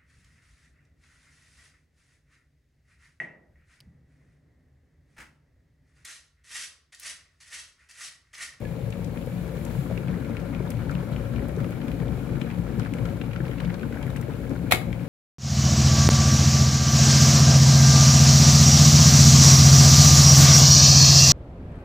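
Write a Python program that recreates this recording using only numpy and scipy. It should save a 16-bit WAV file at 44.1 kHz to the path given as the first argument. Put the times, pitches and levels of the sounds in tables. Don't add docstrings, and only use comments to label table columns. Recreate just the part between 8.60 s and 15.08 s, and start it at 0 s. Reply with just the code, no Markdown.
import sys
import numpy as np
from scipy import signal
from scipy.fft import rfft, irfft, next_fast_len
from scipy.io import wavfile
from scipy.ndimage import map_coordinates

SR = 44100
rng = np.random.default_rng(int(sys.argv[2]) if len(sys.argv) > 2 else 0)


def master_out(mix):
    frames = np.transpose(np.atleast_2d(mix))
    ceiling = np.clip(frames, -1, 1)
    pcm = np.round(ceiling * 32767).astype(np.int16)
    wavfile.write(sys.argv[1], SR, pcm)


def how_loud(loudness_db):
    steps = np.asarray(loudness_db, float) / 20
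    return 10 ** steps


N = 285768

# [t/s, level/dB]
VIGOUR = [
    (0.0, -3),
    (0.6, -2),
    (1.0, -1.5),
    (1.5, 0.5),
    (3.4, 0),
    (4.45, 0),
    (4.85, -0.5),
    (5.2, 0),
    (6.48, -1),
]
# [t/s, length/s, heave/dB, slosh/dB]
SURGES = [(.02, 0.068, 6, 1), (.3, 0.086, 3.5, -6), (.72, 0.06, -0.5, -5), (.85, 0.068, 3.5, 0),
          (1.1, 0.065, 2.5, -0.5), (1.6, 0.055, 0, -1.5), (1.19, 0.022, 10, -16), (1.32, 0.05, 6.5, 2),
          (1.52, 0.082, 5.5, 0.5), (1.7, 0.016, 9, 1), (2.13, 0.2, 3, 0), (2.33, 0.096, 3, 2),
          (2.53, 0.048, 5.5, 1.5), (2.75, 0.21, 3, 0.5), (2.98, 0.099, 3.5, 2.5), (3.25, 0.13, 0, 2),
          (3.45, 0.22, 5, 2.5), (3.74, 0.075, 4.5, 3.5), (3.99, 0.028, 8.5, 0), (4.1, 0.071, 0.5, 6),
          (4.19, 0.019, 7.5, 2.5), (4.3, 0.11, -1.5, 0.5), (4.4, 0.13, 6, 0.5), (4.55, 0.074, 3, 0),
          (4.75, 0.076, 0, -2), (5.07, 0.11, 3, 0.5), (5.23, 0.031, -4.5, 4), (5.5, 0.049, 2.5, -2),
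          (5.92, 0.033, 0, 8), (6.12, 0.053, 1.5, 1.5), (6.3, 0.06, 4, 0)]
# [t/s, length/s, level/dB]
HISS_SWELLS = [
    (.7, 0.16, 4.5),
    (1.0, 0.13, 5),
    (1.22, 0.18, 5),
    (1.38, .08, 1),
]
# [f/Hz, width/Hz, level/dB]
COUNTER_MODES = [(55.5, 14, -2), (114.4, 6.6, 3), (132.5, 7.7, 2.5), (175.6, 9.8, 2.5)]
# [f/Hz, width/Hz, level/dB]
BASE_MODES = [(224.3, 12.6, 1.5), (281, 27.2, -3.5), (337.5, 26.4, -7.5), (412, 186, -18.5),
              (450.6, 22.3, 2), (514.5, 37, -3), (549.4, 39, 1.5), (640, 50, -16), (711, 60, -9),
              (880, 330, -18)]
# [f/Hz, width/Hz, level/dB]
SHELL_MODES = [(910, 360, 0.5), (1390, 178, 5.5), (1644, 267, 1.5), (2240, 250, -1), (2530, 280, -7.5),
               (2870, 400, -11), (4120, 810, -14.5), (7550, 270, -40), (11000, 1500, -24)]
BELLY_GROWS = [0.43, 2, 1.3]
# [t/s, peak level/dB, f/Hz]
KNOCKS = [(0.04, -23, 203), (0.962, -26, 260), (1.3, -30, 242), (1.703, -13.5, 220), (1.82, -37, 242),
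          (2.753, -18, 240), (2.826, -15, 247), (3.015, -20, 223), (3.062, -23, 276), (3.344, -29, 221),
          (3.632, -24, 233), (3.819, -18, 263), (4.045, -39, 234), (4.323, -16, 270), (4.504, -16, 228),
          (4.603, -15, 232), (4.678, -22.5, 228), (4.724, -32, 202), (4.761, -25, 288), (4.801, -17, 327),
          (4.894, -23, 202), (5.089, -23, 284), (5.248, -30, 202), (5.554, -31, 235), (5.653, -27, 246),
          (5.788, -23, 263), (6.014, -23, 288), (6.04, -12.5, 275)]
# [t/s, peak level/dB, f/Hz]
BLOOPS = [(0.2156, -44, 3549), (0.3925, -32, 417), (0.5616, -39, 900), (0.761, -43, 620),
          (0.9645, -35, 410), (0.9757, -28, 418), (1.0651, -36, 2306), (1.1589, -34, 414),
          (1.301, -32, 630), (1.3089, -33, 420), (1.312, -27, 610), (1.3772, -28, 420),
          (1.5686, -30.5, 426), (1.7677, -43, 1500), (2.0025, -34, 908), (2.0027, -31, 624),
          (2.005, -24, 420), (2.0163, -39, 414), (2.1998, -38, 1509), (2.429, -27.5, 425),
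          (2.4983, -39, 908), (2.502, -34, 614), (2.5691, -40, 908), (2.7841, -39, 2306),
          (2.8044, -28, 416), (2.8284, -34, 620), (2.9732, -25.5, 407), (2.9795, -46, 908),
          (2.9942, -39, 414), (3.0274, -43, 900), (3.1062, -41, 620), (3.215, -47, 3549),
          (3.3165, -47, 3549), (3.3524, -49, 3549), (3.3576, -38, 610), (3.4253, -28.5, 417),
          (3.4289, -48, 908), (3.4308, -37, 605), (3.5422, -29.5, 420), (3.5801, -30.5, 414),
          (3.6323, -33, 414), (4.1766, -30, 420), (4.2489, -37, 1509), (4.26, -32, 1509),
          (4.6147, -29, 416), (4.6157, -44, 1509), (4.6827, -41, 908), (4.8935, -25, 417),
          (5.1407, -39, 1509), (5.3097, -30, 417), (5.3272, -37, 1509), (5.3621, -32, 610),
          (5.452, -29, 423), (5.465, -31, 425), (5.5643, -46, 3549), (5.6823, -29, 427),
          (5.6905, -25.5, 407), (5.8016, -30.5, 414), (5.8734, -36, 410), (6.4308, -42, 1509)]
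# [t/s, peak level/dB, f/Hz]
BEADS = [(0.6244, -43, 2467), (1.2091, -43, 1774), (1.259, -37, 1161), (1.377, -37, 2380),
         (1.5404, -39, 1774), (1.648, -44, 1774), (1.7687, -43, 3430), (2.0764, -45, 3489),
         (2.105, -40, 5224), (2.1161, -40, 2467), (2.1506, -47, 3489), (2.3385, -44, 1161),
         (2.699, -57, 1774), (2.793, -37, 1774), (2.8216, -40, 1774), (3, -38, 1170), (3.004, -37, 1774),
         (3.003, -48, 3489), (3.157, -41, 1760), (3.3168, -48, 3489), (3.4001, -46, 3489),
         (3.4014, -37, 1760), (3.482, -43, 3489), (3.8715, -39, 1161), (4.1976, -53, 3489),
         (4.204, -44, 3489), (4.218, -39, 2467), (4.218, -43, 1774), (4.2321, -47, 3489),
         (4.26, -38.5, 1774), (4.2672, -38, 1170), (4.3212, -48, 3489), (4.455, -40, 3400),
         (4.6156, -46, 1774), (4.7164, -44, 2467), (4.8018, -39, 1774), (4.9152, -37, 1774),
         (4.933, -37, 1774), (5.002, -40, 3430), (5.0067, -35, 1161), (5.0545, -42, 3489),
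         (5.0956, -36, 1774), (5.102, -40, 1774), (5.141, -47, 5224), (5.142, -43, 3489),
         (5.2117, -43, 2467), (5.2317, -46, 1161), (5.325, -38, 1774), (5.343, -37, 1774),
         (5.3724, -44, 1774), (5.466, -38, 1774), (5.4786, -37, 1760), (5.501, -38, 1161),
         (5.502, -43, 3489), (5.571, -37, 2500), (5.6094, -38, 1161), (5.6267, -38.5, 1780),
         (5.8392, -38, 1760)]
# [t/s, peak level/dB, f/Hz]
POPS = [(0.415, -33.5, 853), (1.065, -33, 880), (1.151, -27.5, 890), (1.647, -41, 1480), (2.072, -28, 910),
        (2.271, -32, 880), (2.295, -22.5, 1330), (2.369, -33, 1090), (3.043, -31, 1150), (3.722, -37, 1400),
        (3.753, -27, 1360), (3.874, -32, 1530), (3.925, -33, 930), (4.078, -32, 1670), (4.197, -23.5, 1310),
        (4.25, -31, 1580), (4.455, -27, 1330), (4.613, -37, 1370), (4.761, -25.5, 1430),
        (4.804, -24.5, 1650), (4.838, -35, 890), (5.003, -30, 1510), (5.102, -32, 830), (5.141, -32, 840),
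        (5.232, -25, 1490), (5.252, -31.5, 970), (5.371, -28.5, 1670), (5.417, -32, 860), (5.56, -28, 1510),
        (5.912, -31, 1390)]
# [t/s, peak level/dB, f/Hz]
GULPS = [(0.278, -28, 450), (0.671, -25, 514), (0.723, -27, 530), (2.072, -39, 560), (2.756, -38, 480),
         (2.883, -23, 480), (3.815, -41, 574), (4.838, -31.5, 540), (5.233, -42, 455), (5.669, -27.5, 549)]
# [t/s, peak level/dB, f/Hz, t60/s]
PLINKS = [
    (0.047, -35, 1694, 0.084),
    (6.09, -24, 2400, 0.018),
]
# [t/s, peak level/dB, f/Hz, left over right/dB]
DROPS = [(0.3247, -36, 2500, 0), (0.5736, -37, 2200, -1.5), (1.3758, -33, 2200, -0.5),
         (1.6472, -38, 2300, 3), (1.7684, -32, 2260, 6), (1.948, -35, 2240, 3), (2.1041, -38, 2360, 0),
         (2.2942, -38, 2330, -5), (2.3521, -33, 2270, 0), (2.5626, -34.5, 2390, 1),
         (2.7611, -37.5, 2330, 5), (3.044, -36, 2100, -4), (3.1228, -37.5, 2260, 1),
         (3.2809, -35.5, 2540, 1), (3.3164, -36, 2240, 2), (3.8147, -30.5, 2680, 10),
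         (3.9015, -35, 2230, 5), (4.1979, -40, 2200, -3), (4.2492, -36, 2250, -1.0),
         (4.337, -31.5, 2370, 5), (4.4538, -37.5, 2330, 0), (4.6139, -31, 2430, 3), (4.7616, -36, 2290, 7),
         (4.8529, -35, 2200, -3), (4.9127, -41, 2440, 10), (5.0015, -32, 2410, 3), (5.033, -40, 2430, 2.0),
         (5.1018, -36, 2250, 1), (5.3243, -42, 2160, 1), (5.4286, -36, 2460, 5),
         (0.052, -40, 2220, -1), (1.4825, -37, 2250, 4), (1.5406, -45, 2190, -1),
               (1.937, -40, 2220, -2), (2.17, -40, 2530, 6), (2.893, -38.5, 2000, 3),
               (3.2163, -39, 2350, 4), (3.7304, -42, 2340, -3), (3.757, -39.5, 2230, -1),
               (3.864, -45, 2280, 12), (3.912, -35.5, 2200, 2.0), (4.231, -38, 2220, 0),
               (4.385, -36, 2220, 1), (4.488, -38, 2300, 2), (4.7117, -43, 2290, -6),
               (4.733, -33.5, 2110, 3), (4.805, -48, 2030, -1), (4.8804, -41, 2230, -2),
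               (4.983, -38, 2490, 4.5), (5.048, -33.5, 2240, 3), (5.142, -43, 2240, -5),
               (5.1947, -39, 2680, 5), (5.23, -38, 2370, 2), (5.561, -36, 2010, 5), (5.736, -44, 2480, 8),
               (6.3288, -27.5, 2290, 3), (6.3954, -43, 2240, 9), (6.4313, -49, 2260, 1.0)]
# [t/s, peak level/dB, f/Hz]
SPITS = [(0.304, -43, 7410), (0.445, -40, 5970), (0.662, -42, 11300), (1.0508, -36.5, 7360),
         (1.7679, -52, 5270), (1.8004, -47, 5010), (2.104, -30, 10400), (2.311, -40, 6120),
         (2.3391, -45, 11900), (2.5162, -46, 11400), (2.8846, -38, 11200), (2.9642, -44, 5020),
         (3.0031, -46, 11000), (3.1073, -44, 10800), (3.281, -45, 5110), (3.317, -44, 10600),
         (3.8147, -48, 6550), (4.196, -38, 5150), (4.3372, -39, 7000), (4.454, -43, 5800),
         (5.004, -42.5, 6980), (5.1417, -50, 5400), (5.3253, -48, 11800), (5.4271, -44, 6710),
         (5.465, -45, 10900), (5.5034, -43, 11800), (5.5647, -37.5, 7610), (5.6124, -36, 12700),
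         (5.8945, -44, 5850), (5.9459, -47, 9660)]
# [t/s, peak level/dB, t60/s]
EARLY_CONTACTS = [
    (6.105, -46, .01),
    (6.111, -19, .03),
    (6.1138, -17, .03),
]
# [t/s, peak level/dB, t60/s]
CONTACTS = [
    (6.122, -5, 0.015),
    (6.1241, -12, 0.016),
    (6.13, -18, 0.022),
    (6.135, -22, .03),
    (6.146, -21.5, 0.032),
    (6.156, -31, 0.031),
    (6.168, -44, 0.032),
]
# [f/Hz, level/dB, t60/s]
LEVER_RING = [(731, 0, 0.23), (1634, -4, 0.28), (1490, -2, 0.25), (1710, -3, 0.25), (2330, 20, 0.02),
              (2160, 3, 0.15), (2200, 3, 0.19), (2345, -10, 0.15), (2470, -4, 0.15), (2750, -12, .15),
              (2200, 9, 0.037), (3234, -2, 0.1), (3170, -4, 0.13), (4060, -17, .12)]
# [t/s, peak level/dB, f/Hz, t60/s]
LEVER_THUD = [
    (6.14, -20.5, 356, 0.029),
    (6.128, -27, 98, 0.29),
]
# [f/Hz, density level/dB]
SNAP_COLOUR = [(290, -39), (500, -10), (728, -6.5), (958, -11), (1520, -7.5), (1810, -7.5), (2350, -1.5),
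               (3200, -10), (3900, -5), (5800, -24), (6950, -16.5), (7600, -19), (9810, -19.5),
               (11000, -10), (12200, -16), (15800, -22.5)]
# [f/Hz, density level/dB]
HISS_COLOUR = [(1800, -1.5), (3000, -4.5), (5800, -13.5), (7250, -8), (8400, -14), (11100, -7),
               (13000, -13.5), (15700, -16)]
# [f/Hz, left over right/dB]
KETTLE_BALANCE = [(60, 8.5), (110, 8.5), (200, 7.5), (380, 9.5), (700, 10.0), (1290, 5.0), (2380, 1.0),
                  (4400, 2.5), (8120, 4.0), (15000, 4.0)]
# [f/Hz, left over right/dB]
SWITCH_BALANCE = [(500, 20.5), (1200, -1), (2300, 3.5), (4200, 2), (7000, 9), (9000, 8.5), (11000, -2),
                  (14000, 9)]
# [f/Hz, likeness 0..1]
KETTLE_LIKENESS = [(60, .92), (130, .94), (290, .86), (640, .76), (1410, .4), (3100, .25), (6800, 0)]
# [f/Hz, likeness 0..1]
SWITCH_LIKENESS = [(500, 1), (1300, 0.68), (2300, 0.54), (4200, 0.76), (8000, 0.5)]
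# [f/Hz, left lead/rad]
BOIL_LEAD = [(55, -.25), (90, -.18), (125, 0), (200, .55), (330, .36), (420, 0), (560, -.5), (720, 0)]
# [f/Hz, left lead/rad]
SWITCH_LEAD = [(0, 0), (1460, -0.2), (6720, -36.0), (9300, -33.3), (11600, -45.7), (14700, -39.5),
               (16400, -41.0)]
# [f/Hz, t60/s]
KITCHEN_DECAY = [(400, 0.44), (2000, 0.28), (4000, 0.26), (7000, 0.27), (14000, 0.23)]

RUMBLE_DB, GURGLE_DB, BURBLE_DB, CRACKLE_DB, PRICK_DB = -33, -38.5, -44.5, -50, -56
RUMBLE_GROWS, GURGLE_GROWS, BURBLE_GROWS, CRACKLE_GROWS, PRICK_GROWS = 0.22, 1.26, 0.066, 0.28, 2.4
BURBLE_SLOSH = 0.29
HISS_DB, TOP_HISS_DB, TOP_SWELLS = -63, -67.5, 1.1
STRIKE = 2.9


def unit(x):
    return x / np.sqrt(np.mean(x ** 2) + 1e-20)


def along(points, hz):
    f, v = np.transpose(points)
    return np.interp(np.log(hz + 1), np.log(f + 1), v)


def curves(rows):
    s, *cols = np.transpose(rows)
    return [np.interp(np.arange(N) / SR, s, c) for c in cols]


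def swells(rows):
    s, length, *cols = np.transpose(rows)
    t = np.arange(0, N + 64, 64) / SR
    bell = np.exp(-.5 * ((t - s[:, None]) / (.5 * length[:, None])) ** 2)
    return [np.interp(np.arange(N) / SR, t, c @ bell) for c in cols]


def wobble(rate):
    knots = rng.standard_normal(int(N * rate / SR) + 4)
    return map_coordinates(knots, [np.arange(N) * rate / SR])


def filtered(x, response):
    m = next_fast_len(N + SR // 2)
    return irfft(rfft(x, m) * response(np.fft.rfftfreq(m, 1 / SR)), m)[..., :N]


def highpass(x, edge_hz, order):
    return filtered(x, lambda hz: (1j * hz / (edge_hz + 1j * hz)) ** order)


def resonances(modes):
    def response(f):
        total = 0
        for k, (centre, width, db) in enumerate(modes):
            damping = 1j * f * width
            total = total + (-1) ** k * how_loud(db) * damping / (centre * centre - f * f + damping)
        return total
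    return response


def collapses(count, spread_db):
    when, size = rng.random((count, 2)).T
    return np.bincount((when * N).astype(int), how_loud(-spread_db * np.log(1.004 - size)), N)


def fading(x, t60):
    return signal.lfilter([1], [1, -how_loud(-60 / (t60 * SR))], x)


def puff(hz, width, t60):
    t = np.arange(SR // 10) / SR
    b, a = signal.iirpeak(hz, 1 / width, SR)
    burst = (rng.standard_normal((2, len(t))) + STRIKE * (t == 0)) * how_loud(-60 * t / t60)
    burst = signal.lfilter(b, a, signal.lfilter(b, a, burst))
    return burst / np.abs(burst).max()


def soft_tones(rows, rise):
    out = np.zeros(N)
    for s, db, hz, t60 in rows:
        t = np.clip(np.arange(N) / SR - s, 0, None)
        out += how_loud(db - 60 * t / t60) * (1 - np.exp(-t / rise)) * np.sin(2 * np.pi * hz * t)
    return out


def add_at(out, s, sound):
    start = round(s * SR)
    out[..., start:start + sound.shape[-1]] += sound


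def panned(db):
    return how_loud([[db / 2], [-db / 2]])


def ports(pair, balance, alike):
    def mix(hz):
        turn = np.arccos(np.clip(along(alike, hz), -1, 1)) / 2
        return np.array([np.cos(turn), np.sin(turn)])
    mid, side = filtered(pair, mix)
    both = np.array([mid + side, mid - side])
    return filtered(both, lambda hz: how_loud(np.outer([.5, -.5], along(balance, hz))))


def leading(pair, lead):
    return filtered(pair, lambda hz: np.exp(.5j * np.outer([1, -1], along(lead, hz))))


def hiss():
    swell_db, = swells(HISS_SWELLS)

    def top_share(hz):
        return np.clip((hz - 11500) / 2500, 0, 1)

    def colour(hz):
        return how_loud(along(HISS_COLOUR, hz))

    low = unit(filtered(rng.standard_normal((2, N)), lambda hz: colour(hz) * np.sqrt(1 - top_share(hz))))
    top = unit(filtered(rng.standard_normal((2, N)), lambda hz: colour(hz) * np.sqrt(top_share(hz))))
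    flutter = how_loud(0.9 * wobble(12))
    low = how_loud(HISS_DB + swell_db + 6.5) * low
    top = how_loud(TOP_HISS_DB + TOP_SWELLS * swell_db + 5.0) * top
    return flutter * (low + top) * panned(3.6)


def kitchen(x):
    hz, t, z = signal.stft(rng.standard_normal((2, SR // 2)), SR, nperseg=256)
    fade = how_loud(-60 * t / along(KITCHEN_DECAY, hz)[:, None])
    tail = signal.istft(z * fade, SR, nperseg=256)[1]
    late = np.pad(x, ((0, 0), (200, 0)))
    return signal.fftconvolve(late, tail / np.linalg.norm(tail[0]), axes=1)[:, :N]


def thud():
    return soft_tones(LEVER_THUD, rise=0.00057) * panned(8)


def switch():
    crack, ring, t = np.zeros(N + SR), np.zeros((2, N + SR)), np.arange(SR // 3) / SR
    for s, db, t60 in EARLY_CONTACTS + CONTACTS:
        add_at(crack, s, how_loud(db - 3.0 - 60 * t / t60))
        for hz, level_db, ring_t60 in LEVER_RING:
            phase = rng.uniform(0, 2 * np.pi, (2, 1))
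            level = how_loud(db + level_db - 21.5 - 60 * t / min(0.43 * ring_t60, .25))
            add_at(ring, s, level * np.sin(2 * np.pi * hz * t + phase))
    noise = unit(filtered(rng.standard_normal((2, N)), lambda hz: how_loud(along(SNAP_COLOUR, hz))))
    heard = ports(crack[:N] * noise + ring[:, :N], SWITCH_BALANCE, SWITCH_LIKENESS)
    return highpass(leading(heard, SWITCH_LEAD), edge_hz=100, order=2)


def plinks():
    return soft_tones(PLINKS, rise=0.0065)


def splashes():
    out = np.zeros((2, N + SR))
    for s, db, hz, pan_db in DROPS:
        drop = puff(hz, width=0.53, t60=0.021)
        spray = how_loud(-19) * puff(7500, width=1.7, t60=0.013)
        add_at(out, s, how_loud(db + 3.0) * (drop + spray) * panned(pan_db))
    for s, db, hz in SPITS:
        add_at(out, s, how_loud(db + 1.5) * puff(hz, width=1.16, t60=0.024) * panned(9))
    for s, db, hz in POPS + GULPS:
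        add_at(out, s, how_loud(db - 4.0) * puff(hz, width=0.33, t60=0.022) * panned(5))
    return out[:, :N]


def beads():
    out = np.zeros((2, N + SR))
    for s, db, hz in BEADS:
        add_at(out, s, how_loud(db + 3) * puff(hz, width=0.43, t60=0.027) * panned(3))
    return out[:, :N]


def pricks(level_db):
    shell = 0
    for modes in (SHELL_MODES[:4], SHELL_MODES[2:6], SHELL_MODES[3:7]):
        puffs = fading(collapses(count=1500, spread_db=0.0), t60=0.011)
        shell = shell + filtered(unit(puffs) * rng.standard_normal((2, N)), resonances(modes))
    return how_loud(level_db) * unit(ports(shell, KETTLE_BALANCE, KETTLE_LIKENESS))


def crackle(level_db, vigour_db):
    clumps = how_loud(1.8 * wobble(25))

    def push():
        puffs = fading(collapses(count=1500, spread_db=2.5) * clumps, t60=0.027)
        return (0.59 + unit(puffs)) * rng.standard_normal((2, N))

    shell, belly_push = 0, push()
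    for k, (mode, grows) in enumerate(zip(SHELL_MODES[:3], BELLY_GROWS)):
        near = how_loud(grows * vigour_db)
        shell = shell + (-1) ** k * near * filtered(belly_push, resonances([mode]))
    for modes in (SHELL_MODES[3:5], SHELL_MODES[5:]):
        shell = shell + filtered(push(), resonances(modes))
    return how_loud(level_db + 0.93) * unit(ports(shell, KETTLE_BALANCE, KETTLE_LIKENESS))


def knocks(rows, cycles, extra_db):
    out, t = np.zeros(N + SR), np.arange(SR // 10) / SR
    for s, db, hz in rows:
        level = how_loud(db + extra_db - 60 * t * hz / cycles) * (1 - np.exp(-t * hz / 0.42))
        add_at(out, s, -level * np.sin(2 * np.pi * hz * t))
    return out[:N] * how_loud([[3.5], [-5]])


def thumps(level_db, modes, count, spread_db):
    body = 0
    for pair in zip(modes[::2], modes[1::2]):
        push = collapses(count, spread_db) * rng.choice([-1, 1], N)
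        diffuse = unit(fading(np.abs(push), t60=0.092)) * rng.standard_normal(N)
        body = body + filtered(np.array([unit(push), unit(diffuse)]), resonances(pair))
    return how_loud(level_db + 2.0) * unit(ports(body, KETTLE_BALANCE, KETTLE_LIKENESS))


def boil(vigour_db):
    heave_db, slosh_db = swells(SURGES)
    rumble_db = RUMBLE_DB + RUMBLE_GROWS * vigour_db + heave_db
    gurgle_db = GURGLE_DB + GURGLE_GROWS * vigour_db + slosh_db
    burble_db = BURBLE_DB + BURBLE_GROWS * vigour_db + BURBLE_SLOSH * (heave_db + slosh_db)
    out = thumps(rumble_db, COUNTER_MODES, count=4000, spread_db=2.0)
    out = out + thumps(gurgle_db, BASE_MODES[:4], count=1500, spread_db=2.0)
    out = out + thumps(burble_db, BASE_MODES[4:], count=2500, spread_db=3.0)
    out = out + knocks(KNOCKS, cycles=10.2, extra_db=-2.5)
    out = out + knocks(BLOOPS, cycles=10.1, extra_db=5.5)
    return leading(out, BOIL_LEAD)


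def scene():
    vigour_db, = curves(VIGOUR)
    near = switch() + thud() + splashes() + plinks()
    out = hiss() + near + how_loud(-9.5) * kitchen(near)
    out = out + beads() + pricks(PRICK_DB + PRICK_GROWS * vigour_db)
    out = out + crackle(CRACKLE_DB + CRACKLE_GROWS * vigour_db, vigour_db)
    return out + boil(vigour_db)


def top_cut(x):
    return signal.sosfilt(signal.butter(12, 16800, fs=SR, output="sos"), x)


def record(dry):
    x = signal.sosfilt(signal.butter(5, 46, "high", fs=SR, output="sos"), dry)
    x = x / (1 + np.abs(x / .8) ** 4) ** .25
    x = filtered(x, lambda hz: hz < 15800)
    return top_cut(x)


dry = scene()
out = record(dry)
master_out(out)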